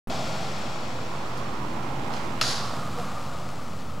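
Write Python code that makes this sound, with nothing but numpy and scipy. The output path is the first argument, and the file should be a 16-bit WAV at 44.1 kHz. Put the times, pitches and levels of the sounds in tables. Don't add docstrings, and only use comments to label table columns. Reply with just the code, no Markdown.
import sys
import numpy as np
from scipy import signal
from scipy.fft import rfft, irfft
from scipy.io import wavfile

SR = 44100
rng = np.random.default_rng(int(sys.argv[2]) if len(sys.argv) > 2 else 0)


def inscribe(sig):
    pcm = np.round(np.clip(np.atleast_2d(sig).T, -1, 1) * 32767)
    wavfile.write(sys.argv[1], SR, pcm.astype(np.int16))


N = 176400
T = np.arange(N) / SR
BIN_HZ = np.arange(N // 2 + 1) * SR / N
START_S, ROLL_START_S, JUMP_S, LAND_S = .0725, .0975, 2.125, 2.4125

# t/s, left minus right/dB
BEARING = [(.1, 1), (.6, 1.5), (1.0, -2), (1.5, -8), (2.0, -9.5), (2.35, -7.5), (2.7, -4.5), (3.1, 0),
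           (3.5, 2.5), (4, 3)]
# t/s, roar level/dB, grit level/dB
ROLL = [(.1, -37, -44), (.6, -37.5, -43.5), (1.0, -37.5, -45), (1.35, -38.3, -44), (1.65, -37.5, -45),
        (1.95, -37.5, -44), (2.15, -36, -41.5), (2.4, -37.5, -43)]
# f/Hz, relative level/dB
ROAR = [(80, -21), (200, -4.5), (330, -2.5), (420, -4), (560, -3.5), (850, -2.5), (1100, -3.5),
        (1380, -6.5), (1580, -17.5), (2500, -49), (8000, -60)]
GRIT = [(300, -13), (900, -10), (1600, 4.5), (2300, 4), (3300, -0.5), (5300, -7), (7500, -10.5),
        (9000, -17), (12000, -29.5), (15000, -28)]
HISS = [(600, -14), (1500, -5), (2500, 0.5), (3800, 1.5), (4400, 1.5), (4900, 0.5), (5500, 0.5), (6300, -5),
        (7600, -4.5), (8800, -15.5), (12500, -25.5), (15000, -38)]


def rolling():
    roar_db, grit_db = in_time(ROLL)
    left_db, = in_time(BEARING)
    roar = from_db(roar_db) * spread(grains(), ROAR, width_db=1.8) * flutter(depth_db=0.68, rate_hz=21)
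    grit = from_db(grit_db) * spread(grains(), GRIT, width_db=3.5) * flutter(depth_db=0.5, rate_hz=49)
    bands = deck_resonances() + pass_sweep()
    hiss_db = -40 - 11.5 * np.maximum(T - 0.21, 0)
    hiss = from_db(hiss_db) * spread(white(), HISS, width_db=-12)
    centred = deck_thrum() + scuffs()
    moving = pan(roar + bands, left_db) + pan(grit, 0.58 * left_db) + pan(hiss, left_db=11 * T)
    return (centred + moving) * after(ROLL_START_S, 0.00061) * (1 - after(LAND_S, 0.2))


# f/Hz, half-width/Hz, level/dB, fall/(dB/s)
DECK = [(536, 50, -43, 5.5), (660, 75, -38, 15.5), (780, 70, -39.5, 11.5), (1380, 80, -44, 12),
        (2450, 150, -51, 11.5), (3350, 170, -50, 9.5), (4420, 170, -52.5, 7.5), (5360, 170, -56, 6)]


def deck_resonances():
    out = 0
    for hz, width_hz, db, fall in DECK:
        band = irfft(rfft(white()) / (1 + ((BIN_HZ - hz) / width_hz) ** 2), N)
        out = out + from_db(db - fall * T) * rms_one(band)
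    return np.std(out) * spread(out, width_db=-14)


# t/s, f/Hz, level/dB
PASS_SWEEP = [(1.0, 1199, -65), (1.35, 1117, -44.5), (1.6, 1017, -41.5), (1.87, 867, -42),
              (2.1, 779.5, -41), (2.25, 897, -42), (2.4, 989, -56)]


def pass_sweep():
    return gliding(PASS_SWEEP, width_hz=160, width_db=2)


# f/Hz, relative level/dB
THRUM = [(60, -15), (130, -9), (230, -6), (350, -4.5), (450, -21), (900, -37), (8000, -73)]


def deck_thrum(closest_s=2.01, pass_width_s=0.78):
    nearness = np.exp(-((T - closest_s) / pass_width_s) ** 2)
    return from_db(-41) * spread(white(), THRUM) * nearness


# t/s, level/dB
SCUFFS = [(1.27, -56), (1.368, -50.5)]
# f/Hz, relative level/dB
SCUFF_SPECTRUM = [(800, -20), (2500, -5), (5000, 5), (8000, -5), (12000, -8), (15000, -20)]


def scuffs():
    bursts = sum(from_db(db) * dying(s, hold_s=0.018, t60=.15) for s, db in SCUFFS)
    return spread(white(), SCUFF_SPECTRUM) * bursts


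# t/s, relative level/dB, brightness/(dB/octave)
LANDING = [(2.4122, -1.5, 0.7), (2.4138, -3, -0.5), (2.4175, -10.5, -1), (2.4188, -10.5, 1.5),
           (2.4205, -15, -3), (2.4260, -12, 6), (2.4358, -15, -4), (2.4415, -22, 0)]
KNOCKS = [(2.122, -38, -5), (2.138, -20, 1), (2.166, -24, 2), (2.997, -28, 2)]
# f/Hz, relative level/dB, t60/s
BOARD_MODES = [(624, -21, 0.037), (975, -16, 0.025), (1258, -6.5, 0.031), (1561, -4.5, 0.014),
               (1890, -10, 0.033), (2700, 1.5, 0.0065), (3400, 1, 0.0072), (4220, -0.5, 0.014),
               (4953, -5, 0.015), (5730, -12, 0.012), (6930, -11, 0.011), (10530, -21, 0.013)]


def board_impacts(blows, contact_s=.0012, bend_lag_s=0.0021):
    s, db, brightness = np.transpose(blows)
    modes = np.zeros((2, N))
    for hz, mode_db, t60 in BOARD_MODES:
        chance = rng.standard_normal((len(s), 3))
        scatter_db, polarity = 1.4 * chance[:, :2].T, np.sign(chance[:, 2])
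        tilt_db = brightness * np.log2(hz / 3000)
        arrival = ((s + bend_lag_s * (1000 / hz)) * SR).astype(int)
        clicks = np.zeros((2, N))
        clicks[:, arrival] = from_db(db + mode_db + tilt_db + scatter_db) * polarity
        modes += ring(clicks, hz, t60)
    contact = sum(from_db(level) * (T >= t) * np.exp(-np.abs(T - t) / contact_s) for t, level, _ in blows)
    snap = from_db(-32) * contact * spread(white())
    return from_db(-13) * modes + snap


# t/s, growl level/dB, scrape level/dB
GRIND = [(2.45, -36.5, -45), (2.75, -36.5, -44), (2.88, -40.5, -45.5), (3.05, -39.5, -44.5),
         (3.3, -40, -46), (3.6, -41.5, -47.5), (3.75, -44, -49), (4, -44, -50.5)]
# f/Hz, relative level/dB
GROWL = [(100, -28), (250, -6), (400, -5), (520, 0.3), (740, 0), (900, -2), (1200, -1.5), (1400, -2),
         (1580, -19), (2500, -37), (8000, -60)]
SCRAPE = [(300, -27), (900, -4), (1600, 3.5), (2400, 2.5), (3300, 0.5), (4700, -0.5), (6200, -4.5),
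          (7600, -5), (9000, -12.5), (12500, -17.5), (15000, -32)]
BUMP = [(200, -11), (400, -16), (490, 1), (590, -16), (720, 2), (900, -22), (3000, -33), (10000, -44)]
# t/s, f/Hz, level/dB
GRIND_SWEEP = [(2.45, 1037, -50), (2.64, 1110, -41.5), (2.8, 1232, -40), (2.9, 1200, -47),
               (3.0, 1200, -39.5), (3.12, 1170, -41.5), (3.3, 1207, -46), (3.55, 1206, -50.5),
               (4, 1263, -52.5)]


def grinding():
    growl_db, scrape_db = in_time(GRIND)
    left_db, = in_time(BEARING)
    growl = from_db(growl_db) * spread(grains(), GROWL, width_db=-13) * flutter(-0.3, rate_hz=48)
    scrape = from_db(scrape_db) * spread(grains(), SCRAPE, width_db=-7.5) * flutter(-0.2, rate_hz=30)
    sweep = gliding(GRIND_SWEEP, width_hz=92, width_db=-19) * flutter(2.6, rate_hz=51)
    bump = from_db(-29.5) * spread(white(), BUMP, width_db=-5) * dying(2.978, hold_s=0, t60=0.21)
    trucks = pan(growl + sweep + bump, left_db) + pan(scrape, 1.3 + 0.5 * left_db)
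    return trucks * after(LAND_S, 0.056)


# f/Hz, level/dB, t60/s
RAIL_MODES = [(1390, -37, 0.65), (2950, -47, 0.83), (3630, -39, .6), (4100, -38, 0.49), (4150, -34, 0.57),
              (4180, -36, .68), (4616, -33, .6), (4770, -34, 0.73), (4987, -42, .6), (5260, -41, 0.77),
              (5370, -50, .6), (5440, -32, 0.67), (6350, -43, 0.53), (6550, -39, .62), (7030, -49, .5)]


def rail_ring(split_hz=18.4):
    age, out = np.maximum(T - LAND_S, 0), np.zeros((2, N))
    for hz, db, t60 in RAIL_MODES:
        partials = hz + split_hz * (np.array([-1, 0, 1]) + rng.uniform(-0.51, 0.53, 3))
        waves = np.sin(2 * np.pi * (partials[:, None] * age + rng.random((3, 1))))
        stereo = rng.uniform(0.31, 1, (2, 3)) @ waves / np.sqrt(2)
        out += from_db(db) * dying(LAND_S, 0, t60) * stereo
    return out


# f/Hz, relative level/dB
WASH = [(400, -11.5), (1100, -9), (1600, -2.5), (2400, -8.5), (3500, -1.5), (4600, 2.5), (5600, -2),
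        (7200, -7), (8700, -16.5), (10000, -12.5), (13000, -25), (15000, -33)]
# f/Hz, t60/s
WASH_T60 = [(500, 1), (2000, 1), (4500, 0.85), (7000, 0.64), (12000, 0.57)]


def echo_wash():
    spectrum = rfft(spread(white(), WASH, width_db=0.5) * flutter(depth_db=0.5, rate_hz=60))
    out = 0
    for centre, t60 in WASH_T60:
        band_gain = across_bins([(hz, float(hz == centre)) for hz, _ in WASH_T60])
        landing = from_db(-29) * dying(LAND_S, 0.092, t60)
        jump = from_db(-46) * dying(JUMP_S, 0.038, t60)
        out = out + irfft(spectrum * band_gain, N) * (landing + jump)
    return out


# f/Hz, relative level/dB
RUMBLE = [(20, -30), (30, -28), (40, -12.5), (56, -5.5), (68, -15), (82, -2.5), (100, -3), (125, 3),
          (165, -0.5), (230, -1), (300, -9), (400, -17), (800, -16.5), (5000, -40)]
# t/s, level/dB
RUMBLE_LEVEL = [(.1, -34), (.6, -39), (.8, -40.3), (1.3, -40), (1.6, -39.5), (2.4, -38), (3.05, -36.5),
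                (3.3, -39.2), (4, -40.5)]
# harmonic number, level/dB
HUM = [(1, -60), (2, -52), (3, -51)]


def rumble(hum_hz=42.88, wander_hz=1.818):
    level_db, = in_time(RUMBLE_LEVEL)
    phase = 2 * np.pi * np.cumsum(hum_hz + wander_hz * drift(rate_hz=4)) / SR
    hum = sum(from_db(db) * np.sqrt(2) * np.sin(k * phase) * flutter(3.5, rate_hz=4.4) for k, db in HUM)
    noise = from_db(level_db) * spread(white(), RUMBLE, width_db=0.5)
    return (noise + hum) * after(START_S, 0.00034)


# f/Hz, side minus mid/dB
WIDTH = [(60, -38), (125, -34), (250, -20), (500, -13), (1000, -7.5), (2000, -4.5), (4000, -9), (8000, -7),
         (12000, -8)]


def spread(pair, spectrum=None, width_db=0):
    mid, side = rfft(pair) * (from_db(across_bins(spectrum)) if spectrum else 1)
    side_gain = from_db(width_db + across_bins(WIDTH))
    return rms_one(irfft(mid + side_gain * side * [[1], [-1]], N))


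# f/Hz, quadrature level/dB for a 1 dB lean
PORT_PHASE = [(150, -50), (600, -34), (1200, -34), (1800, -27), (2600, -40), (5000, -57)]


def pan(x, left_db):
    spectrum, sides = rfft(x), np.array([[1], [-1]])
    bass = irfft(spectrum / (1 + (BIN_HZ / 480) ** 4), N)
    quadrature = irfft(-1j * spectrum.mean(axis=0) * from_db(across_bins(PORT_PHASE)), N)
    gains = from_db(sides * left_db / 2)
    return bass + (x - bass) * gains / gains.mean(axis=0) + sides * left_db * quadrature


def grains(per_s=2500, spread_db=3, power_share=0.26):
    size = from_db(spread_db * np.minimum(rng.exponential(1, N), 5))
    clicks = white() * size * (rng.random(N) < per_s / SR)
    return np.sqrt(power_share) * rms_one(clicks) + np.sqrt(1 - power_share) * white()


def gliding(curve, width_hz, width_db):
    hz, db = in_time(curve)
    phase = 2 * np.pi * np.cumsum(hz) / SR
    in_phase, quadrature = irfft(rfft([white(), white()]) / (1 + (BIN_HZ / width_hz) ** 2), N)
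    band = in_phase * np.cos(phase) + quadrature * np.sin(phase)
    return from_db(db) * spread(band, width_db=width_db)


def ring(x, hz, t60):
    r, w = from_db(-60 / (t60 * SR)), 2 * np.pi * hz / SR
    return signal.lfilter([0, np.sin(w)], [1, -2 * r * np.cos(w), r * r], x + 1e-18)


def flutter(depth_db, rate_hz):
    return from_db(depth_db * drift(rate_hz))


def drift(rate_hz):
    hop, settle = 40, 2000
    r = np.exp(-2 * np.pi * rate_hz * hop / SR)
    noise = rng.standard_normal(N // hop + settle + 2)
    slow = signal.lfilter([1], [1, -2 * r, r * r], noise)[settle:]
    return np.interp(np.arange(N) / hop, np.arange(len(slow)), rms_one(slow))


def dying(s, hold_s, t60):
    return after(s, .003) * from_db(-60 * np.maximum(T - s - hold_s, 0) / t60)


def after(s, rise_s):
    return np.clip((T - s) / rise_s, 0, 1)


def in_time(rows):
    s, *columns = np.transpose(rows)
    return [np.interp(T, s, column) for column in columns]


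def across_bins(points):
    hz, values = np.transpose(points)
    return np.interp(np.log(np.maximum(BIN_HZ, 1)), np.log(hz), values)


def white():
    return rng.standard_normal((2, N))


def rms_one(x):
    return x / np.sqrt(np.mean(x ** 2) + 1e-20)


def from_db(db):
    return 10 ** (np.asarray(db) / 20)


def scene():
    crack = board_impacts(LANDING)
    ring_and_echo = pan(rail_ring() + echo_wash(), left_db=0.3)
    wheels = rolling()
    knocks = pan(board_impacts(KNOCKS), left_db=-5)
    return wheels + knocks + crack + ring_and_echo + grinding() + rumble()


def record(dry, mic_top_hz=13800, input_bias=0.033, overload=.265, cutoff_hz=15800):
    heard = signal.sosfilt(signal.butter(6, mic_top_hz, fs=SR, output="sos"), dry)
    whine = from_db(-76) * np.sqrt(2) * np.sin(2 * np.pi * 15736 * T)
    biased = heard + (whine + input_bias) * after(START_S, 0.0019)
    clipped = biased / (1 + (biased / overload) ** 6) ** (1 / 6)
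    return signal.sosfilt(signal.ellip(10, .1, 70, cutoff_hz, fs=SR, output="sos"), clipped)


dry = scene()
out = record(dry)
inscribe(out)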